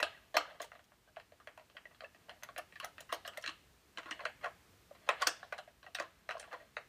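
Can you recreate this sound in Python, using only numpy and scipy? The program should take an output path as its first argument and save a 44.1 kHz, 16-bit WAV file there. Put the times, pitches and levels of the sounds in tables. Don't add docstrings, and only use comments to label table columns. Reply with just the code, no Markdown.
import sys
import numpy as np
from scipy import signal
from scipy.fft import rfft, irfft
from scipy.io import wavfile

SR = 44100
rng = np.random.default_rng(int(sys.argv[2]) if len(sys.argv) > 2 else 0)


def persist_wave(psi):
    counts = np.round(np.clip(psi, -1, 1) * 32767).astype(np.int16)
    wavfile.write(sys.argv[1], SR, np.atleast_2d(counts).T)


def attenuation_scalar(level_db):
    decades = np.asarray(level_db, float) / 20
    return 10 ** decades


N = 303408

# pitch_hz, density_db
AIR_SPECTRUM = [(15, -31), (25, -57), (76, 2.5), (463, -5), (641, -9), (1840, -10.5), (9070, -19.5),
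                (15300, -22.5)]
# time_s, level_db
AIR_LEVEL = [(0, -68), (1, -71.5), (2, -69.5), (3, -67), (3.8, -68.5), (4.7, -66.5), (5.8, -70), (6.9, -69)]
# time_s, level_db
RUMBLE_LEVEL = [(0, -78.5), (1.5, -81.5), (3.2, -78.5), (4.7, -76.5), (6.9, -77)]

# pitch_hz, level_db, t60_s
HOLLOW_MODES = [(493, -11, 0.097), (600, 0.5, 0.12), (635, 4, 0.045), (710, 0.5, 0.045)]
# pitch_hz, level_db, t60_s
WALL_MODES = [(888, -24.5, 0.072), (1094, -3.5, 0.054), (1210, -4.5, 0.086), (1465, -0.5, 0.03)]
# pitch_hz, level_db, t60_s
RIB_MODES = [(1467, -1, 0.02), (1628, 2.5, 0.029), (1697, 6, 0.036), (2004, 1.5, 0.02), (2210, -12, 0.03)]
# pitch_hz, level_db, t60_s
LONG_RIB_MODES = [(1930, -6, 0.044), (2600, -7.5, 0.029)]
# pitch_hz, level_db, t60_s
POST_MODES = [(2540, -5.5, 0.0031), (2760, 0, 0.02), (2950, 4, 0.0083), (3280, -3, 0.036),
              (4520, -8.5, 0.0098), (4164, -2.5, 0.051), ]
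# pitch_hz, level_db, t60_s
STEEL_MODES = [(3370, 2, 0.014), (4640, -12.5, 0.0047), (5483, 0.5, 0.036), (6440, -1.5, 0.049),
               (7740, -8, 0.0036), (8720, -8.5, 0.098)]
# pitch_hz, level_db, t60_s
TIP_EDGE_MODES = [(10000, 0.19, 0.0065), (11800, 0.067, 0.018), (14450, -0.82, 0.0019)]
# pitch_hz, level_db, t60_s
BENCH_MODES = [(172, -19, 0.07), (243, -8.5, 0.062), (321, 1.5, 0.12)]

# start_s, end_s, start_db, end_db
RUBS = [
    (0, 0.047, -70, -54.5),
    (2.195, 3.42, -71.5, -91),
    (3.959, 4.17, -63.5, -61.5),
    (4.984, 5.256, -70.5, -52),
    (5.894, 6.613, -88, -64.5),
]
# start_s, level_db
TIP_CLICKS = [(0.0005, -50.5), (0.0291, -43), (0.3434, -63), (0.367, -43.5), (0.3693, -35), (0.607, -64),
              (0.618, -48), (0.6264, -51.5), (0.646, -58.5), (0.842, -69), (2.4344, -52), (2.5806, -48),
              (2.8, -57), (2.846, -48), (1.4735, -70), (3.006, -53.5), (1.577, -71), (3.1176, -70),
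              (3.126, -43.5), (3.137, -55), (3.145, -52), (3.277, -50), (3.266, -63), (3.3744, -51),
              (3.413, -63), (3.424, -56), (3.441, -55), (3.461, -51), (3.476, -47.5), (3.4937, -56),
              (3.9738, -56.5), (3.984, -56), (4.1094, -48), (4.2525, -52.5), (2.009, -87),
                    (4.4441, -67), (4.4584, -63), (5.09, -44), (5.212, -55), (5.2206, -41.5), (5.224, -54),
                    (5.2718, -27.5), (5.5255, -58), (5.581, -57), (5.5875, -62), (5.948, -43),
                    (6.4155, -59), (5.9866, -68), (5.9987, -49), (6.024, -62), (6.2907, -57), (6.317, -61),
                    (6.308, -65), (6.3976, -47.5), (6.38, -64)]
# time_s, level_db
TIP_BITE = [(0, -9.5), (2, -1), (3.4, -1), (3.5, -51), (5, -8), (5.3, -8.5), (6.9, -23)]

# start_s, case_db, rattle_ms
CASE_KNOCKS = [(0.3429, -28.5, 9.3), (.3465, -54, 6.2), (.5287, -57, 3.8), (.5454, -57.5, 13),
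               (0.6029, -35, 3.5), (1.1686, -43, 3.8), (1.321, -53.5, 2.5), (1.748, -59, 8.5),
               (2.2846, -52, 11.3), (4.2104, -45.5, 3.7), (4.2364, -46, 2.8), (4.9094, -57.5, 7.3),
               (6.3495, -53, 3), (6.4761, -52, 4), (6.506, -57, 6.5), (6.6044, -56.5, 7.3)]
# start_s, spot_db, case_db, rattle_ms
WALL_KNOCKS = [(.4766, -58, -52, 11.4), (.6444, -57, -55, 2.5), (.9194, -62, -63.5, 2.24),
               (1.075, -67.5, -66, 12), (1.401, -58, -61.5, 3), (2.0183, -58, -50.5, 11),
               (2.0366, -55.5, -48.5, 8.5), (2.4826, -68, -64, 19), (2.4885, -50, -52, 2.9),
               (3.1253, -47, -33, 2.7), (3.3432, -61, -61, 12), (3.9829, -42, -56.5, 9.6),
               (4.081, -56, -80, 18), (4.0906, -51.5, -58, 5.6), (4.1933, -48, -52, 0.48),
               (4.2542, -33, -38, 1.5), (4.4123, -55.5, -71, 7.4), (4.4591, -42, -39, 5.7),
               (5.2123, -41, -43, 7.8), (5.2185, -32.5, -60, 8.1), (5.4294, -47, -52, 3.5),
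               (5.5795, -50, -49, 8), (6.0234, -47, -43.5, 4.4), (6.3011, -44.5, -54, 0.89),
               (6.3427, -52, -53, 2.3), (6.3691, -49.5, -45, 1.36), (6.5117, -51.5, -79, 12),
               (6.529, -44.5, -43.5, 6.5)]
# start_s, spot_db, case_db, rattle_ms
RIB_TICKS = [(.4985, -56.5, -52.5, 13), (1.1625, -53.5, -83, 6.8), (1.473, -46.5, -46, 1.9),
             (1.5961, -61, -55, 3), (1.7683, -49, -53.5, 5.7), (1.8545, -57, -55.5, 1.26),
             (2.0445, -60.5, -71, 3), (2.1466, -58, -61.5, 3.1), (2.312, -56, -58, 1.8),
             (2.5626, -47.5, -49, 2.35), (2.724, -56, -69, 1.8), (2.757, -51, -60, 4.4),
             (2.9818, -50.5, -57, 3.9), (3.0134, -62, -68, 6.8), (3.25, -47.5, -52.5, 15),
             (3.366, -60, -71, 2.2), (3.3724, -48.5, -51, 6.6), (3.4397, -42, -50, 6.9),
             (3.9744, -43, -54.5, 1.06), (4.1107, -35, -83, 5.3), (4.2051, -47, -43, 6.2),
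             (4.4361, -48.5, -43, 14), (5.6753, -64, -51.5, 5), (5.95, -36.5, -54.5, 3.4),
             (6.29, -44.5, -41, 3.6), (6.3977, -51, -58, 8.6), (6.428, -51.5, -55, 1.6),
             (6.4476, -70, -58, 3.5), (6.553, -75, -56, 18), (6.6227, -73, -59.5, 13)]
# start_s, spot_db, case_db, rattle_ms
CORNER_KNOCKS = [(.0005, -40.5, -37, 3.8), (.7175, -51.5, -54, 2.7), (.7523, -59.5, -58, 3.6),
                 (.7925, -61, -60.5, 2.9), (1.5755, -55.5, -52, 1.66), (1.9105, -67, -61.5, 6.8),
                 (2.3617, -80, -62.5, 5.7), (2.4251, -58, -54.5, 2.3), (2.434, -51, -55.5, 1),
                 (2.5772, -46.5, -46, 14), (2.8431, -48.5, -39.5, 2.8), (3.0925, -50, -66, 15),
                 (4.0325, -55, -80, 3.5), (4.0585, -53, -63, 10.3), (4.427, -56, -54, 29),
                 (4.4441, -42.5, -61, 1.5), (4.9498, -58, -63, 7.5), (5.0762, -58, -47, 9.7),
                 (5.0904, -26, -27, 3.35), (5.5242, -42.5, -38, 6.5), (5.8416, -67, -58.5, 3.1),
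                 (5.8641, -55, -50.5, 5.4), (5.969, -50, -66, 5.9), (5.9864, -42, -44.5, 3.2),
                 (5.9995, -40, -36.5, 4.46), (6.3093, -39.5, -49.5, 3.9), (6.4395, -57, -57, 4.8),
                 (6.5222, -56, -55, 3.2), (6.538, -52, -46, 1.78), (6.768, -41.5, -39, 1.83)]
# start_s, spot_db, case_db, rattle_ms
POST_TICKS = [(.0284, -30.5, -31, 2.15), (.3678, -28, -23.5, 3.36), (.5997, -50, -73, 5),
              (.6261, -56, -60, 6.7), (.7299, -70.5, -58.5, 10.5), (1.1991, -57.5, -74.5, 3.4),
              (1.6992, -62.5, -63, 3.4), (1.947, -65, -94, 5), (2.0066, -51.5, -53.5, 3.3),
              (2.2945, -49, -60.5, 2.5), (2.8008, -48, -62, 3.2), (2.826, -53, -49, 21.4),
              (3.0058, -56, -49, 5.6), (3.12, -51, -69, 7.7), (3.1375, -48, -74.5, 1.8),
              (3.1463, -54, -47.5, 3), (3.2776, -44.5, -42.5, 4.94), (3.3354, -58.5, -75, 3.9),
              (3.4263, -56, -67, 12), (3.4625, -41.5, -52, 2.6), (3.476, -47, -75, 5.7),
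              (3.4922, -44, -56, 1.75), (3.509, -61, -82, 5.7), (5.0658, -61, -59, 11),
              (5.1991, -54, -55, 8.4), (5.224, -40.5, -38, 5.5), (5.2707, -31.5, -36, 5.2),
              (5.2675, -42.5, -60, 2.94), (5.5862, -49, -57, 6.6), (5.8297, -57, -69, 2.3)]
# walls_db, ribs_db, posts_db, long_rib_db, steel_db
CASE_SHARES = (-11.5, -10, -18, -39.5, -30)
# walls_db, ribs_db, posts_db, long_rib_db, steel_db
WALL_SHARES = (-1.2, -2, -10.5, -52, -26.5)
# walls_db, ribs_db, posts_db, long_rib_db, steel_db
RIB_SHARES = (-9.5, -3, -6, -1.5, -23)
# walls_db, ribs_db, posts_db, long_rib_db, steel_db
CORNER_SHARES = (0.8, -3.5, -9.5, -0.5, -18)
# walls_db, ribs_db, posts_db, long_rib_db, steel_db
POST_SHARES = (-1, -0.5, 0.5, -29, -15.5)

# start_s, pitch_hz, level_db
CASE_NOTES = [(0.0005, 970, -37), (0.001, 680, -58), (0.031, 630, -34), (0.0314, 1227, -30.5),
              (0.3529, 604, -31), (0.3673, 974, -24), (0.3673, 1215, -21.5), (0.4534, 980, -47.5),
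              (0.6426, 927, -48), (1.5772, 966, -49.5), (2.3139, 720, -47), (2.4881, 1117, -42.5),
              (2.5826, 705, -37), (2.5909, 1260, -47.5), (2.8074, 1103, -41), (2.844, 1284, -38.5),
              (2.8482, 710, -47), (3.0955, 1230, -44), (3.2526, 1120, -46.5), (3.3248, 1230, -52),
              (3.378, 600, -37), (3.4752, 1260, -42.5), (3.4988, 1270, -53), (4.0603, 1110, -45),
              (4.082, 1050, -45), (4.0952, 1110, -45), (4.1116, 1240, -43), (4.1974, 1060, -42),
              (4.2957, 765, -51), (4.4426, 730, -33.5), (4.4431, 1097, -43), (4.4605, 668, -35),
              (4.4638, 1077, -35), (4.9107, 582, -42.5), (5.0931, 1030, -41), (5.2243, 1110, -23),
              (5.2742, 1185, -33), (5.3178, 714, -55), (5.4294, 740, -47), (5.5873, 747, -40.5),
              (5.8662, 744, -46.5), (5.95, 730, -42.5), (6.0074, 1066, -38), (6.0392, 1044, -45),
              (6.0409, 650, -47), (6.2908, 1265, -37), (6.3006, 716, -40.5), (6.3511, 660, -35),
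              (6.3683, 1080, -43), (6.4082, 755, -51), (6.5419, 1026, -39)]
# start_s, pitch_hz, level_db
RIB_NOTES = [(0.0005, 1960, -30.5), (0.0272, 1614, -25.5), (0.0658, 1610, -36.5), (0.1273, 1690, -51),
             (0.1468, 1920, -49), (0.1745, 1630, -49.5), (0.3421, 1570, -49), (0.4052, 1600, -37),
             (0.4461, 1390, -46), (0.4532, 1660, -45), (0.5054, 1680, -50), (0.6288, 2050, -44),
             (1.199, 1810, -50.5), (1.5757, 2010, -60), (1.8543, 1950, -40.5), (2.0459, 1745, -41.5),
             (2.294, 1950, -49), (2.4323, 1470, -44), (2.4329, 1980, -43.5), (2.5775, 1770, -45),
             (2.7583, 1760, -41.5), (2.8412, 2034, -37.5), (2.8715, 1470, -49), (2.9822, 1830, -44.5),
             (3.125, 1930, -39), (3.1309, 2240, -42), (3.2507, 1780, -42), (3.2797, 1600, -58),
             (3.3731, 2050, -35.5), (3.4411, 1830, -37), (3.4781, 1750, -39), (3.974, 1640, -39),
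             (3.9842, 1420, -51), (4.1095, 1790, -34.5), (4.2059, 2020, -40), (4.2872, 1620, -48),
             (4.4435, 1395, -34), (5.0894, 2070, -36), (5.0899, 1570, -34), (5.1665, 1650, -53),
             (5.2191, 1450, -26.5), (5.2231, 1880, -36), (5.2904, 1660, -30), (5.4289, 1520, -51),
             (5.5335, 2010, -53), (5.5807, 2020, -50), (5.8646, 1590, -48), (5.8651, 1910, -47),
             (5.9984, 1885, -39), (6.2911, 1540, -38.5), (6.3129, 1580, -38), (6.5385, 2004, -42),
             (6.6009, 1870, -52), (6.7674, 2050, -39)]
# start_s, pitch_hz, level_db
POST_NOTES = [(0.0005, 2500, -42), (0.0264, 3980, -37), (0.0267, 4670, -35), (0.0271, 3620, -47),
              (0.0285, 2590, -26), (0.0833, 2460, -51), (0.3668, 6700, -52), (0.3671, 3440, -38),
              (0.368, 2500, -23), (0.3681, 4940, -37), (0.3701, 7520, -41), (0.3701, 7840, -51),
              (1.4725, 2500, -50), (1.7671, 3200, -43), (2.0441, 2660, -41.5), (2.4326, 6260, -42),
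              (2.5797, 2200, -56), (2.8, 2720, -38.5), (2.8, 2900, -35.5), (2.8444, 6050, -44),
              (3.1237, 2790, -37.5), (3.1248, 8420, -45), (3.125, 8680, -48), (3.1298, 3050, -36.5),
              (3.2488, 2860, -43), (3.4504, 2330, -45), (3.4757, 2760, -32.5), (3.4758, 4300, -38),
              (3.4762, 4050, -35), (3.478, 2280, -41), (3.9736, 3030, -41), (3.974, 3990, -42.5),
              (4.1104, 5760, -50), (4.1246, 2880, -33.5), (4.1935, 2620, -46), (4.2521, 4110, -40),
              (4.2522, 4460, -46), (4.2549, 2720, -35.5), (4.4616, 2650, -49), (5.0886, 3740, -28.5),
              (5.0896, 6960, -43), (5.0898, 5300, -43), (5.2199, 4660, -31), (5.2225, 7100, -41),
              (5.2227, 2340, -37), (5.2322, 2700, -53), (5.2702, 5260, -23.5), (5.2705, 4590, -23.5),
              (5.2717, 7200, -40), (5.2723, 8350, -35), (5.2811, 2660, -42), (5.9503, 3820, -34.5),
              (5.9511, 5780, -42), (6.0002, 4570, -41), (6.2913, 3960, -45.5), (6.7663, 3810, -42.5)]
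# start_s, pitch_hz, level_db
DEAD_BLOWS = [
    (.3685, 1550, -16),
    (3.1258, 1130, -21.5),
    (4.2538, 1350, -24.5),
    (5.0902, 825, -22),
    (6.2908, 1800, -26),
    (6.7672, 860, -34),
]
# start_s, peak_db
ROCKING = [(0.024, -42), (0.345, -49), (0.366, -41), (3.127, -45.5), (2.58, -52.5), (3.482, -47.5),
           (3.981, -47.5), (4.058, -50.5), (4.112, -46), (5.091, -51), (5.271, -42), (6, -46), (6.534, -59),
           (.604, -56.5), (6.306, -59.5)]
# pitch_hz, early_t60_s, early_db, late_t60_s, late_db
WORKSHOP_ECHO = [(497, 0.14, -5, 0.5, -21), (1296, 0.15, -3.5, 1, -25.5), (2820, 0.061, -1, 0.53, -14),
                 (6000, 0.15, -8.5, 0.41, -22), (11900, 0.043, -2.5, 0.27, -32.5)]


def rms_one(x):
    return x / np.sqrt(np.mean(x ** 2) + 1e-20)


def in_time(rows):
    return np.interp(np.arange(N) / SR, *np.transpose(rows))


def band(x, low_hz, high_hz):
    sos = signal.butter(2, [low_hz, min(high_hz, 0.45 * SR)], "band", fs=SR, output="sos")
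    return signal.sosfilt(sos, x)


def drift(rate_hz):
    steps = rng.standard_normal(400)
    return np.interp(np.arange(N) / SR * rate_hz, np.arange(400), steps)


def lay(times_s, sounds):
    out = np.zeros(N + SR)
    for start_s, sound in zip(times_s, sounds):
        first = round(start_s * SR)
        out[first:first + len(sound)] += sound
    return out[:N]


def snap(t_s):
    snap_db, snap_t60_s = 5.0, 0.018
    return 1 + attenuation_scalar(snap_db - 60 * t_s / snap_t60_s)


def body(modes, spread_db, scatter, count, size):
    full = SR // 14
    longest_t60_s = np.max(modes, axis=0)[2]
    t_s = np.arange(min(full, max(500, int(longest_t60_s * SR)))) / SR
    hz, level_db, t60_s = np.repeat(modes, size, axis=0).T[:, :, None]
    luck = rng.standard_normal((count, len(hz), 3))
    turns = hz * (1 + scatter * luck[:, :, 1:2]) * t_s
    fade = attenuation_scalar(level_db + spread_db * luck[:, :, :1] - 60 * t_s / t60_s)
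    partials = fade * np.sign(luck[:, :, 2:]) * np.sin(2 * np.pi * turns)
    rings = partials.sum(axis=1) * snap(t_s)
    rings = np.pad(rings, ((0, 0), (0, full - len(t_s))))
    return rings / np.sqrt(np.mean(rings[:, :350] ** 2, axis=1, keepdims=True))


def rattle(length_ms, size):
    t_ms = np.arange(1000) * 1000 / SR
    luck = rng.random((len(length_ms), 1000, 2))
    hits = (luck[:, :, 0] < 0.08) * (2 * luck[:, :, 1] - 1)
    bounces = hits * np.exp(-(t_ms / (1.8 * length_ms)) ** 2) * 0.48
    bounces *= np.clip(length_ms / 7.3, 0, 4)
    bounces[:, size] = 1
    bounces[:, :size] *= np.arange(size) / size
    return bounces / np.sqrt(np.sum(bounces[:, :300] ** 2, axis=1, keepdims=True))


def struck(times_s, rings, length_ms, blur, size):
    rattled = signal.fftconvolve(rings, rattle(length_ms, size), axes=1)
    near = lay(np.maximum(times_s - size / SR, 0), rattled)
    short = rings[:, :500] * np.exp(-np.arange(500) / blur)
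    short *= np.sqrt(np.sum(rings ** 2, axis=1) / np.sum(short ** 2, axis=1))[:, None]
    return np.array([near, lay(times_s + length_ms[:, 0] / 3000, short)])


def air():
    hz = np.arange(N // 2 + 1) * SR / N + 1
    point_hz, point_db = np.transpose(AIR_SPECTRUM)
    port_dip_db = -5.5 * np.exp(-((hz - 10350) / 330) ** 2)
    colour = attenuation_scalar(np.interp(np.log(hz), np.log(point_hz), point_db) + port_dip_db)
    colour *= hz < 15350
    hiss = irfft(rfft(rng.standard_normal(N)) * colour, N)
    return attenuation_scalar(in_time(AIR_LEVEL)) * rms_one(hiss)


def rumble():
    machine = band(rng.standard_normal(N), 45, 71.7)
    traffic = band(rng.standard_normal(N), 53, 130)
    return attenuation_scalar(in_time(RUMBLE_LEVEL) + 2.8 * drift(5.0)) * rms_one(machine + 0.14 * traffic)


def rubbing():
    let_go_db_per_s = 80.5
    sizes = attenuation_scalar(2.1 * np.minimum(rng.exponential(1, N), 4)) * rng.choice([-1, 1], N)
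    chance = rng.random(N)
    slips_per_s = 2500 * attenuation_scalar(4.0 * drift(30))
    slips = sizes * (chance < slips_per_s / SR)
    parts = ((HOLLOW_MODES, -3), (WALL_MODES, -3), (RIB_MODES, -2), (POST_MODES, -6), (STEEL_MODES, -14))
    ring = sum(attenuation_scalar(db) * body(modes, 0.33, 0.037, count=1, size=3)[0] for modes, db in parts)
    t_s = np.arange(N) / SR
    press = np.zeros(N)
    for start_s, end_s, start_db, end_db in RUBS:
        level_db = np.interp(t_s, [start_s, end_s], [start_db, end_db])
        level_db = level_db - let_go_db_per_s * np.maximum(t_s - end_s, 0)
        press += attenuation_scalar(level_db) * (t_s >= start_s)
    return press * attenuation_scalar(-4.0) * rms_one(signal.fftconvolve(slips, ring)[:N])


def tip_clicks():
    held_t60_s = 0.09
    start_s, level_db = np.transpose(TIP_CLICKS)
    count = len(start_s)
    rings = body(STEEL_MODES, 1.5, 0.06, count=count, size=8)
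    rings *= attenuation_scalar(1.5 - 60 * np.arange(rings.shape[1]) / SR / held_t60_s)
    bite_db = np.interp(start_s, *np.transpose(TIP_BITE))
    rings += attenuation_scalar(bite_db)[:, None] * body(TIP_EDGE_MODES, 3.7, 0.16, count=count, size=8)
    rings = attenuation_scalar(level_db - 2.5)[:, None] * rings
    return struck(start_s, rings, np.full((count, 1), 5.5), blur=14, size=160)


def contacts():
    case_knocks = [(s, db, db, ms) for s, db, ms in CASE_KNOCKS]
    spots = [(case_knocks, CASE_SHARES), (WALL_KNOCKS, WALL_SHARES), (RIB_TICKS, RIB_SHARES),
             (CORNER_KNOCKS, CORNER_SHARES), (POST_TICKS, POST_SHARES)]
    rows = np.array([(s, ms, case_db, *np.add(spot_db, shares))
                     for table, shares in spots for s, spot_db, case_db, ms in table])
    count = len(rows)
    hollow_db, walls_db, ribs_db, posts_db, long_rib_db, steel_db = rows[:, 2:].T[:, :, None] - 3.5
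    rings = attenuation_scalar(hollow_db) * body(HOLLOW_MODES, 3.34, 0.012, count, size=1)
    rings += attenuation_scalar(walls_db) * body(WALL_MODES, 5.2, 0.03, count, size=2)
    rings += attenuation_scalar(ribs_db) * body(RIB_MODES, 1.2, 0.0091, count, size=2)
    rings += attenuation_scalar(posts_db) * body(POST_MODES, 2.9, 0.036, count, size=3)
    rings += attenuation_scalar(long_rib_db) * body(LONG_RIB_MODES, 1.4, 0.032, count, size=1)
    rings += attenuation_scalar(steel_db) * body(STEEL_MODES, 1.2, 0.066, count, size=2)
    return struck(rows[:, 0], rings, rows[:, 1:2], blur=49, size=45)


def notes(table, t60_s):
    rise_s, gain_db = 0.00082, 0.82
    t_s = np.arange(SR // 10) / SR
    start_s, hz, level_db = np.transpose(table)
    swell = 1 - np.exp(-t_s / rise_s)
    rings = attenuation_scalar(level_db + gain_db)[:, None] * swell * np.sin(2 * np.pi * hz[:, None] * t_s)
    near = lay(start_s, rings * attenuation_scalar(-60 * t_s / t60_s))
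    return np.array([near, lay(start_s, rings * attenuation_scalar(-120 * t_s / t60_s))])


def rocking():
    start_s, peak_db = np.transpose(ROCKING)
    rings = attenuation_scalar(peak_db - 4.0)[:, None] * body(BENCH_MODES, 2.5, 0.03, count=len(start_s), size=1)
    soft_start = np.clip(np.arange(rings.shape[1]) / 200, 0, 1)
    return lay(start_s, rings * soft_start)


def workshop(x):
    t_s = np.arange(SR // 2) / SR
    white = rng.standard_normal((len(WORKSHOP_ECHO), len(t_s)))
    echo = np.zeros(len(t_s))
    for noise, (hz, early_t60_s, early_db, late_t60_s, late_db) in zip(white, WORKSHOP_ECHO):
        early = attenuation_scalar(early_db - 60 * t_s / early_t60_s) / np.sqrt(early_t60_s)
        late = attenuation_scalar(late_db - 60 * t_s / late_t60_s) / np.sqrt(late_t60_s)
        echo += band(noise, hz / 1.86, hz * 1.63) * (early + late)
    echo *= np.clip(t_s / 0.012, 0, 1) * np.sqrt(14 / SR)
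    return signal.fftconvolve(x, echo)[:N]


def scene():
    sung = notes(CASE_NOTES, t60_s=0.05) + notes(RIB_NOTES, t60_s=0.036)
    sung += notes(POST_NOTES, t60_s=0.028) + notes(DEAD_BLOWS, t60_s=0.014)
    housing = contacts() + tip_clicks() + rubbing() + sung
    small_body = signal.butter(8, 465, "high", fs=SR, output="sos")
    near, spread = signal.sosfilt(small_body, housing) + rocking()
    return (near + workshop(spread) + air() + rumble())[None]


def roll_off(x):
    return signal.sosfilt(signal.butter(12, 16480, fs=SR, output="sos"), x)


def record(dry):
    top_cut = signal.cheby2(12, 60, 16500, fs=SR, output="sos")
    mix = signal.sosfilt(top_cut, dry)
    return roll_off(mix)


dry = scene()
out = record(dry)
persist_wave(out)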